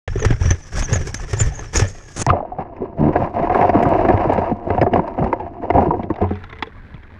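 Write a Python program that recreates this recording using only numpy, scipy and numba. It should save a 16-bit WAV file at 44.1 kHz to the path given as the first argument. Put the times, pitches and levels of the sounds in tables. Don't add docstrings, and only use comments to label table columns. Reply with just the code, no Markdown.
import sys
import numpy as np
from scipy import signal
from scipy.fft import rfft, irfft
from scipy.io import wavfile
from scipy.ndimage import uniform_filter1d, minimum_filter1d, map_coordinates
from numba import njit

SR = 44100
rng = np.random.default_rng(int(sys.argv[2]) if len(sys.argv) > 2 else 0)


def transcribe(u):
    v = np.clip(np.atleast_2d(u).T, -1, 1)
    q = np.round(v * 32767).astype(np.int16)
    wavfile.write(sys.argv[1], SR, q)


N = 317199
TIME = np.arange(N) / SR
HIT = TIME[:8192]

START_S, FLOOD_S, SEALED_S, PLUNGE_S, SURFACE_S = .076, 2.165, 2.229, 2.265, 6.25

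# (frequency [Hz], width [Hz], level [dB])
FLOODED_MODES = [(91.2, 16, 2.5), (200.8, 33, -3), (274, 59, -11), (341, 65, -1), (398.7, 38, 0),
                 (512, 110, -6), (569.5, 16, -7), (701, 23.3, 5.5), (781, 69, -1.5), (886, 77, -8),
                 (945.5, 61, -3.5), (1260, 21, -20.5), (1670, 79, -13.5), (2030, 78, -17),
                 (2300, 110, -26.5), (2630, 65, -33), (3630, 160, -44.5), (5000, 140, -41),
                 (6240, 220, -52)]
# (frequency [Hz], level [dB])
FIZZ_SPECTRUM = [(2500, -14), (4300, -3), (5400, 7.5), (6500, 5.5), (7800, -2), (9500, -11), (12000, -20.5),
                 (13500, -47.5)]
# (frequency [Hz], level [dB])
CRACK_SPECTRUM = [(100, -13), (400, 1), (900, -5), (1300, -13.5), (2100, -13), (2800, -25), (3400, -40),
                  (5200, -46.5), (8000, -60.5), (15000, -81.5)]
# (frequency [Hz], level [dB])
PATTER_SPECTRUM = [(300, -30), (900, 11), (1300, -2), (2000, 10), (2800, -7), (3700, -5), (4300, -17),
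                   (6000, -24), (9000, -50)]


def undb(db):
    return 10 ** (np.asarray(db) / 20)


def unit(x):
    return x / np.sqrt(np.mean(x ** 2))


def peak(x):
    return x / np.abs(x).max()


def between(start, end, ramp):
    return np.clip(np.minimum(TIME - start, end - TIME) / ramp, 0, 1)


def fade(t60):
    return np.exp(-np.log(1000) * HIT / t60)


def add(out, s, sound):
    i = max(int(s * SR), 0)
    out[i:i + len(sound)] += sound[:N - i]


def noise_hit():
    return rng.standard_normal(len(HIT))


def cut(x, hz, kind, order=3):
    return signal.sosfilt(signal.butter(order, hz, kind, fs=SR, output="sos"), x)


def colour(x, points, size=4096):
    hz, db = np.transpose(points)
    bins_hz = np.arange(size // 2 + 1) * SR / size
    gain = undb(np.interp(np.log(bins_hz + 1), np.log(hz), db))
    cepstrum = irfft(np.log(gain))
    cepstrum[1:size // 2] *= 2
    cepstrum[size // 2 + 1:] = 0
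    impulse = irfft(np.exp(rfft(cepstrum)))
    return signal.fftconvolve(x, impulse)[:len(x)]


def resonate(x, hz, width):
    return signal.lfilter(*signal.iirpeak(hz, hz / width, fs=SR), x)


def ring(x, modes, scatter_db, detune=0):
    chance = rng.standard_normal((len(modes), 3))
    out = 0
    for (hz, width, db), (sign, weight, shift) in zip(modes, chance):
        mode = resonate(x, hz * (1 + detune * shift), width)
        mode = resonate(mode, hz, hz)
        out = out + np.sign(sign) * undb(db + scatter_db * weight) * mode
    return out


@njit
def glide(x, hz, width):
    y, band, low = np.empty(len(x)), 0., 0.
    for i in range(len(x)):
        g, k = np.tan(np.pi * hz[i] / SR), width / hz[i]
        v = (band + g * (x[i] - low)) / (1 + g * (g + k))
        band, low, y[i] = 2 * v - band, low + 2 * g * v, k * v
    return y


def walk(rate):
    k = int(SR / rate)
    steps = np.repeat(rng.standard_normal(N // k + 1), k)
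    return 1.3 * uniform_filter1d(uniform_filter1d(steps, k), k)[:N]


def wander(x, depth, rate):
    position = np.cumsum(1 + depth * walk(rate))
    return map_coordinates(x, [position], order=3, mode="mirror")


def clicks(rate, spread_db, size=2048):
    hits = rng.random(N) < rate / SR
    x = hits * rng.standard_normal(N) * undb(spread_db * rng.exponential(size=N))
    return x / np.sqrt(np.abs(uniform_filter1d(x ** 2, size)) + 1e-9)


def bubbles(low_hz, high_hz, count, cycles=24, rise=0.21):
    out, t = np.zeros(N), HIT[:4096]
    for when, pitch, strength in rng.random((count, 3)):
        hz = low_hz * (high_hz / low_hz) ** pitch
        age = hz * t / cycles
        envelope = (1 - np.exp(-(2 * hz * t) ** 2)) * np.exp(-np.log(1000) * age)
        tone = np.sin(2 * np.pi * hz * t * (1 + rise * age / 2))
        add(out, when * TIME[-1], undb(-18 * strength) * envelope * tone)
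    return unit(out)


def swells(rows, attack, t60, rest_db):
    gain = np.full(N, undb(rest_db))
    for s, length, db in rows:
        t = TIME[:N - int(s * SR)]
        decay = np.exp(-np.log(1000) * np.clip((t - length) / t60, 0, 2))
        shape = np.minimum(t / attack, 1) * decay
        gain[-len(t):] = np.maximum(gain[-len(t):], undb(db) * shape)
    return gain


def dragging():
    # (start [s], length [s], scrape level [dB], churn level [dB])
    pushes = [(2.256, 0.034, -14.5, -18), (2.567, 0.033, -24.5, -28.5), (2.794, 0.035, -29.5, -25.5),
              (2.964, 0.14, -24, -17.5), (3.113, 0.12, -19.5, -22), (3.321, 0.22, -21, -22.5),
              (3.516, 0.13, -14, -23), (3.712, 0.39, -15.5, -17.5), (4.084, 0.03, -13.5, -21),
              (4.181, 0.089, -17.5, -20), (4.282, 0.12, -15, -24), (4.43, 0.084, -22, -26),
              (4.547, 0.12, -30.5, -33), (4.646, 0.13, -23, -25), (4.802, 0.036, -25.5, -25),
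              (4.903, 0.074, -19, -18), (5.049, 0.1, -26, -30), (5.166, 0.097, -22.5, -18),
              (5.342, 0.11, -29.5, -30.5), (5.443, 0.19, -34.5, -34.5), (5.602, 0.12, -25.5, -29),
              (5.717, 0.097, -17.5, -19), (5.828, 0.19, -29, -23), (6.078, 0.23, -30, -39),
              (6.192, 0.03, -21, -23)]
    attack_s, t60_s = 0.027, 0.42
    s, length, scrape, churn = np.transpose(pushes)
    return (swells(zip(s, length, scrape), attack_s, t60_s, rest_db=-37),
            swells(zip(s, length, churn), attack_s, t60_s, rest_db=-36.5))


def current():
    # (start [s], length [s], wash level [dB], sway level [dB], fizz level [dB])
    surges = [(0.07, 0.1, -39.5, -18, -60), (0.15, 0.17, -31.5, -18.5, -54.5), (0.386, 0.12, -30, -21, -46),
              (0.717, 0.098, -28, -17, -37.5), (0.863, 0.082, -26.5, -21.5, -44),
              (0.97, 0.038, -33, -15, -43), (1.027, 0.065, -34, -24.5, -42.5),
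              (1.136, 0.1, -37, -25.5, -49), (1.27, 0.044, -32, -28, -39.5),
              (1.34, 0.14, -32.5, -19, -43.5), (1.508, 0.16, -38, -30, -52.5),
              (1.722, 0.082, -22.5, -18.5, -31.5), (1.848, 0.05, -42, -29, -43),
              (2.054, 0.14, -47, -46, -51)]
    attack_s = 0.042
    s, length, wash, sway, fizz = np.transpose(surges)
    return (swells(zip(s, length, wash), attack_s, t60=0.32, rest_db=-45.5),
            swells(zip(s, length, sway), attack_s, t60=0.35, rest_db=-43),
            swells(zip(s, length, fizz), attack_s, t60=0.18, rest_db=-55.5))


def breaking():
    # (time [s], slap level [dB], spray level [dB])
    slaps = [(0.076, -12, -54), (0.155, -25, -52), (0.224, -10, -48), (0.248, -4.5, -12.5),
             (0.305, -10.5, -47), (0.456, -16.5, -57.5), (0.505, -1.5, -36), (0.792, -18.5, -14.5),
             (0.823, -8, -39), (0.929, -15.5, -21), (0.956, -17, -24), (1.01, -17, -29),
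             (1.07, -18.5, -17.5), (1.142, -12.5, -14.5), (1.33, -7.5, -17), (1.4, -5.5, -19.5),
             (1.411, -10, -27.5), (1.591, -20, -48), (1.756, -13, -22), (1.771, -14, -10),
             (1.793, -6.5, -14), (1.82, -13, -38.5), (2.163, -24, -21)]
    slap, spray = np.zeros(N), np.zeros(N)
    rise = 1 - fade(0.0096)
    for s, db, spray_db in slaps:
        add(slap, s, undb(db) * peak(rise * fade(0.045)))
        add(spray, s, undb(spray_db) * peak(rise * fade(0.028)))
    return slap, spray


def flooded(x, scatter_db, crack_db, detune=0):
    y = ring(x, FLOODED_MODES, scatter_db, detune) + undb(crack_db) * colour(x, CRACK_SPECTRUM)
    return cut(y, 445, "low"), cut(y, [480, 1350], "band"), cut(y, 1090, "high", order=4)


def stones(knock_trim_db=-1, thud_trim_db=-6, crack_trim_db=1, case_db=-2, chatter=0.27, bite=.6):
    # (time [s], level [dB], ring [Hz], crack level [dB], t60 [s])
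    knocks = [(2.265, -4.5, 840, -12.5, 0.013), (2.289, -6, 1045, -27, 0.067), (2.332, -8, 688, -52, 0.058),
              (2.585, -13.5, 770, -41, 0.05), (2.764, -37, 356, -37, 0.039),
              (3.131, -17, 690, -27.5, 0.042), (3.158, -3.5, 719, -18, 0.062),
              (3.218, -9.5, 714, -42, 0.026), (3.374, -16, 712, -40, 0.023), (3.395, -16, 420, -35, .03),
              (3.425, -9.5, 700, -27.5, 0.11), (3.497, -7.5, 740, -23, 0.045),
              (3.519, -6.5, 753, -24, 0.037), (3.546, -5, 733, -17, 0.035), (3.568, -10, 677, -29, 0.037),
              (3.589, -8.5, 710, -37, 0.037), (3.611, -6, 744, -14, 0.024), (3.624, -5, 834, -19, 0.05),
              (3.644, -4.5, 732, -28, 0.062), (3.692, -2.5, 688, -14.5, 0.036),
              (3.744, -12, 596, -43, 0.013), (3.753, -4.5, 527, -36, 0.012), (3.826, -5, 694, -16, 0.06),
              (3.853, -7.5, 715, -23, 0.038), (3.922, -6, 650, -33, 0.041), (3.949, -8, 713, -34, 0.044),
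              (3.989, -8.5, 697, -27, 0.074), (4.049, -6, 707, -22.5, 0.023),
              (4.085, -3.5, 732, -16.5, 0.041), (4.101, -3, 720, -21, 0.033),
              (4.133, -6, 699, -26.5, 0.064), (4.174, -9.5, 680, -20.5, 0.03),
              (4.296, -5.5, 634, -23.5, 0.036), (4.321, -7, 790, -16, 0.027),
              (4.378, -3.5, 528, -19, 0.039), (4.416, -10, 715, -31, 0.038),
              (4.513, -7.5, 494, -35.5, 0.029), (4.668, -14.5, 650, -53, 0.049),
              (4.703, -5.5, 566, -19, 0.015), (4.747, -12.5, 596, -29.5, 0.027),
              (4.779, -4, 740, -21.5, 0.025), (4.8133, -3.5, 564, -15, 0.033), (4.827, -2, 680, -19, 0.035),
              (4.864, -4.5, 663, -28.5, 0.038), (4.936, -5, 673, -15.5, 0.025),
              (4.958, -3.5, 737, -19.5, 0.033), (4.994, -9, 940, -28.5, 0.023),
              (5.077, -15.5, 954, -28.5, 0.026), (5.185, -12.5, 714, -30, 0.052),
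              (5.224, -9, 606, -47, 0.021), (5.242, -16, 735, -22.5, 0.025), (5.328, -4, 939, -19, 0.034),
              (5.399, -16, 857, -33.5, 0.056), (5.632, -17, 504, -37, 0.038),
              (5.702, -2.5, 708, -10.5, 0.026), (5.738, -13.5, 694, -31, 0.031),
              (5.757, 0.5, 725, -28, 0.044), (5.782, -1.5, 813, -16.5, 0.029), (5.792, -8, 796, -36, 0.04),
              (5.803, -12, 765, -31, .03), (5.816, -7, 690, -38.5, 0.039), (5.826, -7.5, 726, -32, 0.045),
              (5.859, -14, 980, -31, .025), (5.907, -4, 950, -28.5, 0.045), (5.936, -11.5, 724, -39, 0.054),
              (5.994, -14, 674, -44.5, 0.028), (6.101, -9, 450, -28, 0.042),
              (6.184, -21.5, 720, -33, 0.042), (6.217, -9, 400, -25.5, 0.04), (6.239, -13, 944, -34, 0.037),
              (6.307, -13.5, 431, -33, 0.034)]
    middling_hz, thud_db_per_octave = 630, 12
    out = np.zeros(N)
    for s, db, hz, crack_db, t60 in knocks:
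        contact = chatter * noise_hit() * fade(t60) * (1 - fade(0.0056))
        contact[0] += bite
        low, middle, high = flooded(contact, 3.3, crack_db=-2.5, detune=.02)
        own = np.sin(2 * np.pi * hz * HIT) * fade(t60) * (1 - fade(.013))
        knock = undb(knock_trim_db) * peak(peak(own) + undb(case_db) * peak(middle))
        thud_db = thud_trim_db + thud_db_per_octave * np.log2(middling_hz / hz)
        thud = undb(thud_db) * peak(cut(low, 290, "low", order=1))
        crack = undb(crack_db + crack_trim_db) * peak(high)
        add(out, s, undb(db) * (knock + thud) + crack)
    return out


def gravel(scrape, churn, scrape_trim_db=-3.0, churn_trim_db=-1, grit_db=-19.0, gurgle_db=-3, grit_growth=1.14):
    # (frequency [Hz], level [dB])
    scrape_spectrum = [(600, -22), (1000, -2), (1250, 5), (1430, -4.5), (1650, 3), (1880, -3.5),
                       (2100, -1.5), (2450, -6), (2820, -7), (3250, -24), (4300, -26), (5100, -27),
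                       (7000, -41), (11000, -62)]
    spurts = undb(2.6 * walk(70))
    low, middle, _ = flooded(clicks(700, 1.8), 0.24, crack_db=-12.5)
    gurgle = bubbles(126.6, 442, count=260, cycles=12, rise=0.22)
    low = unit(unit(low) + undb(gurgle_db) * gurgle)
    middle = unit(wander(middle, .022, 14) * spurts)
    grit = unit(colour(clicks(3000, 2.5), scrape_spectrum) * spurts)
    grit_gain = undb(grit_db + 0.68 * walk(38)) * scrape.max() * (scrape / scrape.max()) ** grit_growth
    mix = churn * undb(churn_trim_db) * low + scrape * undb(scrape_trim_db) * middle + grit * grit_gain
    return mix * between(PLUNGE_S, 6.3, 0.024)


def pebbles(scrape, per_s=28, pebble_db=5, tick_db=-6, scatter_db=4.0):
    contacts = (rng.random(N) < per_s / SR) * undb(scatter_db * rng.standard_normal(N))
    chatter = noise_hit() * fade(0.0047)
    low, middle, high = flooded(signal.fftconvolve(contacts, chatter)[:N], 1.5, crack_db=-7.5)
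    taps = undb(pebble_db) * peak(low + middle)
    bright = undb(tick_db) * peak(cut(high, 5300, "low", order=2))
    return scrape * (taps + bright) * between(PLUNGE_S, SURFACE_S, 0.06)


def sand(scrape, sand_db=-51, per_s=2000, spread_db=3.5, growth=0.7):
    grains = clicks(per_s, spread_db) * undb(3 * walk(25))
    grains = cut(cut(grains, 1500, "high", order=2), 5000, "low")
    return undb(sand_db) * scrape ** growth * unit(grains) * between(2.9, SURFACE_S, 0.14)


def ticks(trim_db=-4, t60=0.0016):
    # (time [s], level [dB])
    tick_hits = [(3.569, -34.5), (3.836, -28), (3.891, -29.5), (4.335, -28), (4.833, -31.5), (5.333, -29.5),
                 (5.825, -34)]
    out = np.zeros(N)
    for s, db in tick_hits:
        tick = cut(noise_hit() * fade(t60), [2500, 9500], "band", order=2)
        add(out, s, undb(db + trim_db) * peak(tick))
    return out


def rub(db=-14, slip_hz=147, weak=0.15, case_db=-9):
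    slips = np.floor(np.cumsum(slip_hz * (1 + .025 * walk(60))) / SR)
    pulses = np.diff(slips, prepend=0) * np.where(slips % 2, weak, 1)
    direct = unit(cut(pulses, [90, 400], "band"))
    answer = unit(cut(ring(pulses, FLOODED_MODES, .3), 810, "low"))
    groan = unit(direct + undb(case_db) * answer)
    return undb(db) * groan * between(2.985, 3.118, 0.025)


def plunge(snap_db=-12, froth_db=-18, gulp_db=2, gulp_hz=1214, gulp_s=2.302, pop_db=-11):
    froth = unit(cut(clicks(3300, 2.8), [1100, 3000], "band"))
    out = undb(froth_db) * froth * between(2.28, 2.318, 0.054)
    snap = colour(noise_hit() * fade(0.0019), FIZZ_SPECTRUM)
    add(out, PLUNGE_S, undb(snap_db) * peak(snap))
    gulp = peak(np.sin(2 * np.pi * gulp_hz * HIT) * fade(0.02) * (1 - fade(0.01)))
    pop = peak(cut(colour(noise_hit() * fade(0.014), CRACK_SPECTRUM), 1440, "high"))
    add(out, gulp_s, undb(gulp_db) * gulp + undb(pop_db) * pop)
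    return out


def glugs(trim_db=-1, rough=0.42):
    # (time [s], level [dB], pitch [Hz], t60 [s], glide [octaves/s])
    pockets = [(0.157, -12.5, 388, 0.048, -6), (0.22, -15, 424, 0.077, 0), (0.239, -17, 470, 0.055, 3),
               (0.305, -12, 304, 0.041, -3), (1.012, -24, 340, 0.053, 3), (1.105, -37, 720, .09, 19),
               (1.235, -41, 680, 0.12, 13), (1.333, -19, 365, 0.061, 7), (1.52, -31, 690, 0.11, 12),
               (1.585, -33.5, 626, 0.14, 5), (1.821, -15.5, 795, 0.022, 13), (1.843, -23, 560, .035, 3),
               (2.323, -16, 804, 0.098, -3), (2.35, -11.5, 590, .05, 1.5), (2.366, -15, 720, .04, 1),
               (2.367, -23, 1130, 0.021, 7), (2.39, -20.5, 600, 0.037, 3), (2.404, -13, 768, 0.037, 12),
               (2.427, -16, 624, 0.046, 1.5), (2.451, -17.5, 704, 0.031, 7),
               (2.519, -17.5, 736, 0.11, -0.5), (2.602, -20.5, 783, 0.076, 2), (2.819, -12, 396, 0.032, -5),
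               (2.835, -17, 374, 0.036, -1), (3.744, -4.5, 297, 0.082, -2.5), (3.764, -9.5, 152, 0.045, 3),
               (4.253, -10, 341, 0.036, 8), (4.976, -14, 389, 0.044, -1.5), (5.003, -18, 292, 0.043, -3),
               (5.764, -11.5, 160, .04, -9), (5.868, -8.5, 372, 0.068, -15.5), (5.884, -11, 170, 0.097, -6),
               (6.012, -26, 230, 0.052, -10), (6.672, -27, 434, .05, 4), (6.944, -22.5, 149.6, 0.051, -34)]
    out = np.zeros(N)
    for s, db, hz, t60, octaves_per_s in pockets:
        phase = 2 * np.pi * np.cumsum(hz * 2 ** (octaves_per_s * HIT)) / SR
        tremble = rough * unit(cut(noise_hit(), 160, "low", order=2))
        tone = np.sin(phase) + tremble * np.cos(phase)
        add(out, s, undb(db + trim_db) * peak(tone * fade(t60) * (1 - fade(0.0054))))
    return out


def surface(flow, fizzing, slap, spray, wash_trim_db=-1.0, slap_trim_db=-12, spray_trim_db=-13,
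            sheet_db=-19, sheet_rise_db=7, body_db=-4, bubble_db=-7):
    # (frequency [Hz], width [Hz], level [dB])
    wet_modes = [(420, 110, 3), (1246, 59, -4.5), (1696, 92, 4.5), (2243, 86, -6)]
    # (frequency [Hz], level [dB])
    wash_spectrum = [(60, -14), (150, 9.5), (240, 4.5), (400, 7.5), (600, 1), (820, -2), (1000, -3.5),
                     (1900, -2.5), (2800, -9), (3400, -10), (4200, -22.5), (6500, -17.5), (10000, -43.5),
                     (13500, -63)]
    # (frequency [Hz], level [dB])
    sheet_spectrum = [(100, 7.5), (200, -1), (360, 0), (600, -5.5), (1100, -8), (2100, -13), (3900, -19),
                      (5200, -17.5), (6550, -3.5), (7500, -13), (10200, -19), (11500, -82), (13000, -86)]
    patter = clicks(4500, 1.2)
    body = unit(wander(ring(patter, wet_modes, .3), .03, 13))
    trapped = bubbles(450, 2000, count=420, cycles=23, rise=0.17)
    wash = unit(unit(colour(patter, wash_spectrum)) + undb(body_db) * body + undb(bubble_db) * trapped)
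    wash = wash * (undb(wash_trim_db) * flow + undb(slap_trim_db) * slap)
    fizz = unit(colour(clicks(4000, 1.3), FIZZ_SPECTRUM))
    fizz = fizz * (fizzing + undb(spray_trim_db) * spray)
    lapping = undb(2.0 * walk(110)) * (wash + fizz)
    growth_db = np.interp(TIME, [FLOOD_S, SEALED_S], [-sheet_rise_db, 0])
    sheet = unit(colour(clicks(7700, 2.4), sheet_spectrum))
    sheet = undb(sheet_db + growth_db + 2 * walk(150)) * sheet
    return (lapping * between(START_S, SEALED_S + 0.033, 0.0025)
            + sheet * between(FLOOD_S, SEALED_S, 0.00093))


def port(flow, slap, rest_hz=5600, covered_hz=6550, width_hz=330.0, crest_trim_db=-1, rest_trim_db=-13,
         covered_db=5, slap_trim_db=-13):
    # (crest time [s], level [dB], top pitch [Hz])
    crests = [(0.2, -40, 6400), (0.43, -62, 5960), (0.512, -48, 6280), (0.625, -50, 5990),
              (0.843, -29, 6540), (0.949, -24, 6560), (1.168, -48, 6340), (1.403, -23, 7170),
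              (1.555, -37.5, 6550), (1.598, -52, 6500), (1.77, -22, 6790)]
    covered = between(1.84, TIME[-1], 0.0412)
    base_hz = rest_hz + (covered_hz - rest_hz) * covered
    hz, level = base_hz, flow * undb(rest_trim_db + covered_db * covered)
    for s, db, top_hz in crests:
        crest = np.exp(-np.minimum(((TIME - s) / 0.019) ** 2 / 2, 20))
        hz = np.maximum(hz, base_hz + (top_hz - base_hz) * np.sqrt(crest))
        level = level + undb(db + crest_trim_db) * crest ** 2 + undb(slap_trim_db) * slap * crest
    hz = hz * (1 + .03 * walk(110) * (1 - covered))
    level = level * undb(3 * walk(140) - 1.5)
    ringing = unit(glide(glide(clicks(5000, 1.5), hz, width_hz), hz, width_hz))
    return level * ringing * between(START_S, SEALED_S, 0.0038)


def sweeps(width_hz=400.0):
    # (time [s], length [s], level [dB], start [Hz], end [Hz])
    slides = [(1.759, 0.01993, -11, 7430, 4750), (1.871, 0.023, -29, 6000, 8100)]
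    out = np.zeros(N)
    for s, length, db, start_hz, end_hz in slides:
        hz = np.geomspace(start_hz, end_hz, int(length * SR))
        ringing = glide(rng.standard_normal(len(hz)), hz, width_hz)
        ringing = glide(ringing, hz, 2 * width_hz)
        add(out, s, undb(db) * peak(ringing * np.hanning(len(hz))))
    return out


def emerging():
    # (frequency [Hz], level [dB], t60 [s])
    case_tones = [(91.5, -11, 0.56), (201, -12, 0.22), (417, -17, 0.26), (740, -23, 0.22)]
    out, t, chord = np.zeros(N), TIME[:SR], 0
    for hz, db, t60 in case_tones:
        chord = chord + undb(db) * np.sin(2 * np.pi * hz * t) * np.exp(-np.log(1000) * t / t60)
    for s, jolt_db in [(6.217, -1.5), (6.308, -8)]:
        add(out, s, undb(jolt_db) * chord)
    return out


def drops(case_tap_db=-4, trickle_db=-49, plink_db=-7, case_db=-1):
    # (time [s], level [dB])
    drop_hits = [(6.032, -26), (6.1393, -29), (6.158, -26.5), (6.354, -28), (6.438, -27.5), (6.498, -32),
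                 (6.528, -23), (6.586, -28), (6.624, -8.5), (6.669, -35), (6.733, -44), (6.941, -35.5),
                 (7.032, -33.5)]
    # (frequency [Hz], width [Hz], level [dB])
    dry_modes = [(260, 190, 3.5), (446, 15, 12.5), (640, 41, -8), (825, 34, -3), (1045, 27, 6),
                 (1326, 84, 0), (2044, 47, 1), (2700, 110, -9.5), (3410, 83, -5), (4900, 240, -25),
                 (6200, 900, -44.5)]
    patter = clicks(510, 4.2) * undb(3.5 * walk(45))
    trickle = unit(colour(patter, PATTER_SPECTRUM))
    trickle = trickle + undb(case_db) * unit(ring(patter, dry_modes, .5))
    trickle = trickle + undb(plink_db) * bubbles(1000, 3300, count=500)
    out = undb(trickle_db) * trickle * between(6.2, 6.72, 0.11)
    for s, db in drop_hits:
        contact = noise_hit() * fade(0.03) * (1 - fade(0.0023))
        tap = peak(colour(contact, PATTER_SPECTRUM))
        tap = tap + undb(case_tap_db) * peak(ring(contact, dry_modes, 1.9))
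        add(out, s, undb(db) * peak(tap))
    return out


def creek(rush_db=-39, babble_db=-53, spatter_db=-61):
    # (frequency [Hz], level [dB])
    creek_spectrum = [(12, -40), (20, 7.5), (42, 0), (54, -6), (70, 6.5), (145, -9), (217, -7.5),
                      (307, -13.5), (1230, -25.5), (1660, -17), (2830, -36), (3700, -37.5), (6150, -56),
                      (12000, -72), (15600, -73), (22000, -120)]
    rush = undb(rush_db) * unit(colour(clicks(3000, 1.1) * undb(1.8 * walk(24)), creek_spectrum))
    babble = undb(babble_db) * bubbles(900, 2600, count=900, cycles=42, rise=.05)
    spatter = undb(spatter_db) * unit(colour(clicks(120, 4), PATTER_SPECTRUM))
    return (rush + babble + spatter) * between(SURFACE_S, 8, 0.047)


def buffeting(sway, churn, thump_trim_db=-1, deep_db=-44, drag_trim_db=-11):
    # (time [s], level [dB], pitch [Hz])
    thumps = [(0.076, -16, 86), (0.157, -11.5, 99.4), (0.26, -6, 99.5), (0.306, -5, 113.6),
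              (0.411, -6.5, 87), (0.453, -6.5, 93.5), (0.477, -5.5, 82.5), (0.509, -4, 85),
              (0.922, -7, 110.3), (0.96, -11, 86), (1.331, -10, 98), (1.409, -7.5, 104.5),
              (1.463, -7.5, 55.7), (1.765, -11, 70), (1.818, -5, 97), (2.191, -16.5, 99),
              (2.274, -8.5, 129.4), (2.303, -7, 89), (4.14, -7.5, 97), (4.817, -16.5, 141),
              (4.979, -20, 74), (5.212, -17, 156), (5.242, -14.5, 62), (5.75, -4.5, 83), (5.871, -18.5, 83)]
    # (frequency [Hz], level [dB])
    rumble_spectrum = [(15, -3.5), (28, 1), (50, -7.5), (90, -8), (140, -11.5), (300, -47.5), (1000, -93)]
    out = np.zeros(N)
    for s, db, hz in thumps:
        thump = np.sin(2 * np.pi * hz * HIT) * fade(0.14) * (1 - fade(0.013))
        add(out, s, undb(db + thump_trim_db) * peak(thump))
    lapping = sway * between(START_S, PLUNGE_S, 0.024)
    stirred = undb(drag_trim_db) * churn * between(PLUNGE_S, 8.3, 0.037)
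    steady = undb(deep_db) * between(START_S, 6.6, 0.053)
    rumble = unit(colour(rng.standard_normal(N), rumble_spectrum))
    return out + (lapping + stirred + steady) * rumble


def scene():
    flow, sway, fizzing = current()
    slap, spray = breaking()
    scrape, churn = dragging()
    bed = stones() + gravel(scrape, churn) + pebbles(scrape) + sand(scrape) + ticks() + rub()
    water = plunge() + glugs() + surface(flow, fizzing, slap, spray) + port(flow, slap) + sweeps()
    air = emerging() + drops() + creek()
    return (bed + water + air + buffeting(sway, churn))[None]


def record(dry, size=256):
    ceiling, top_hz = .95, 15800
    x = cut(dry, 23, "high", order=1)
    gain = minimum_filter1d(ceiling / np.maximum(np.abs(x), ceiling), size)
    gain = uniform_filter1d(gain, size)
    return signal.sosfilt(signal.ellip(8, .2, 70, top_hz, fs=SR, output="sos"), x * gain)


dry = scene()
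out = record(dry)
transcribe(out)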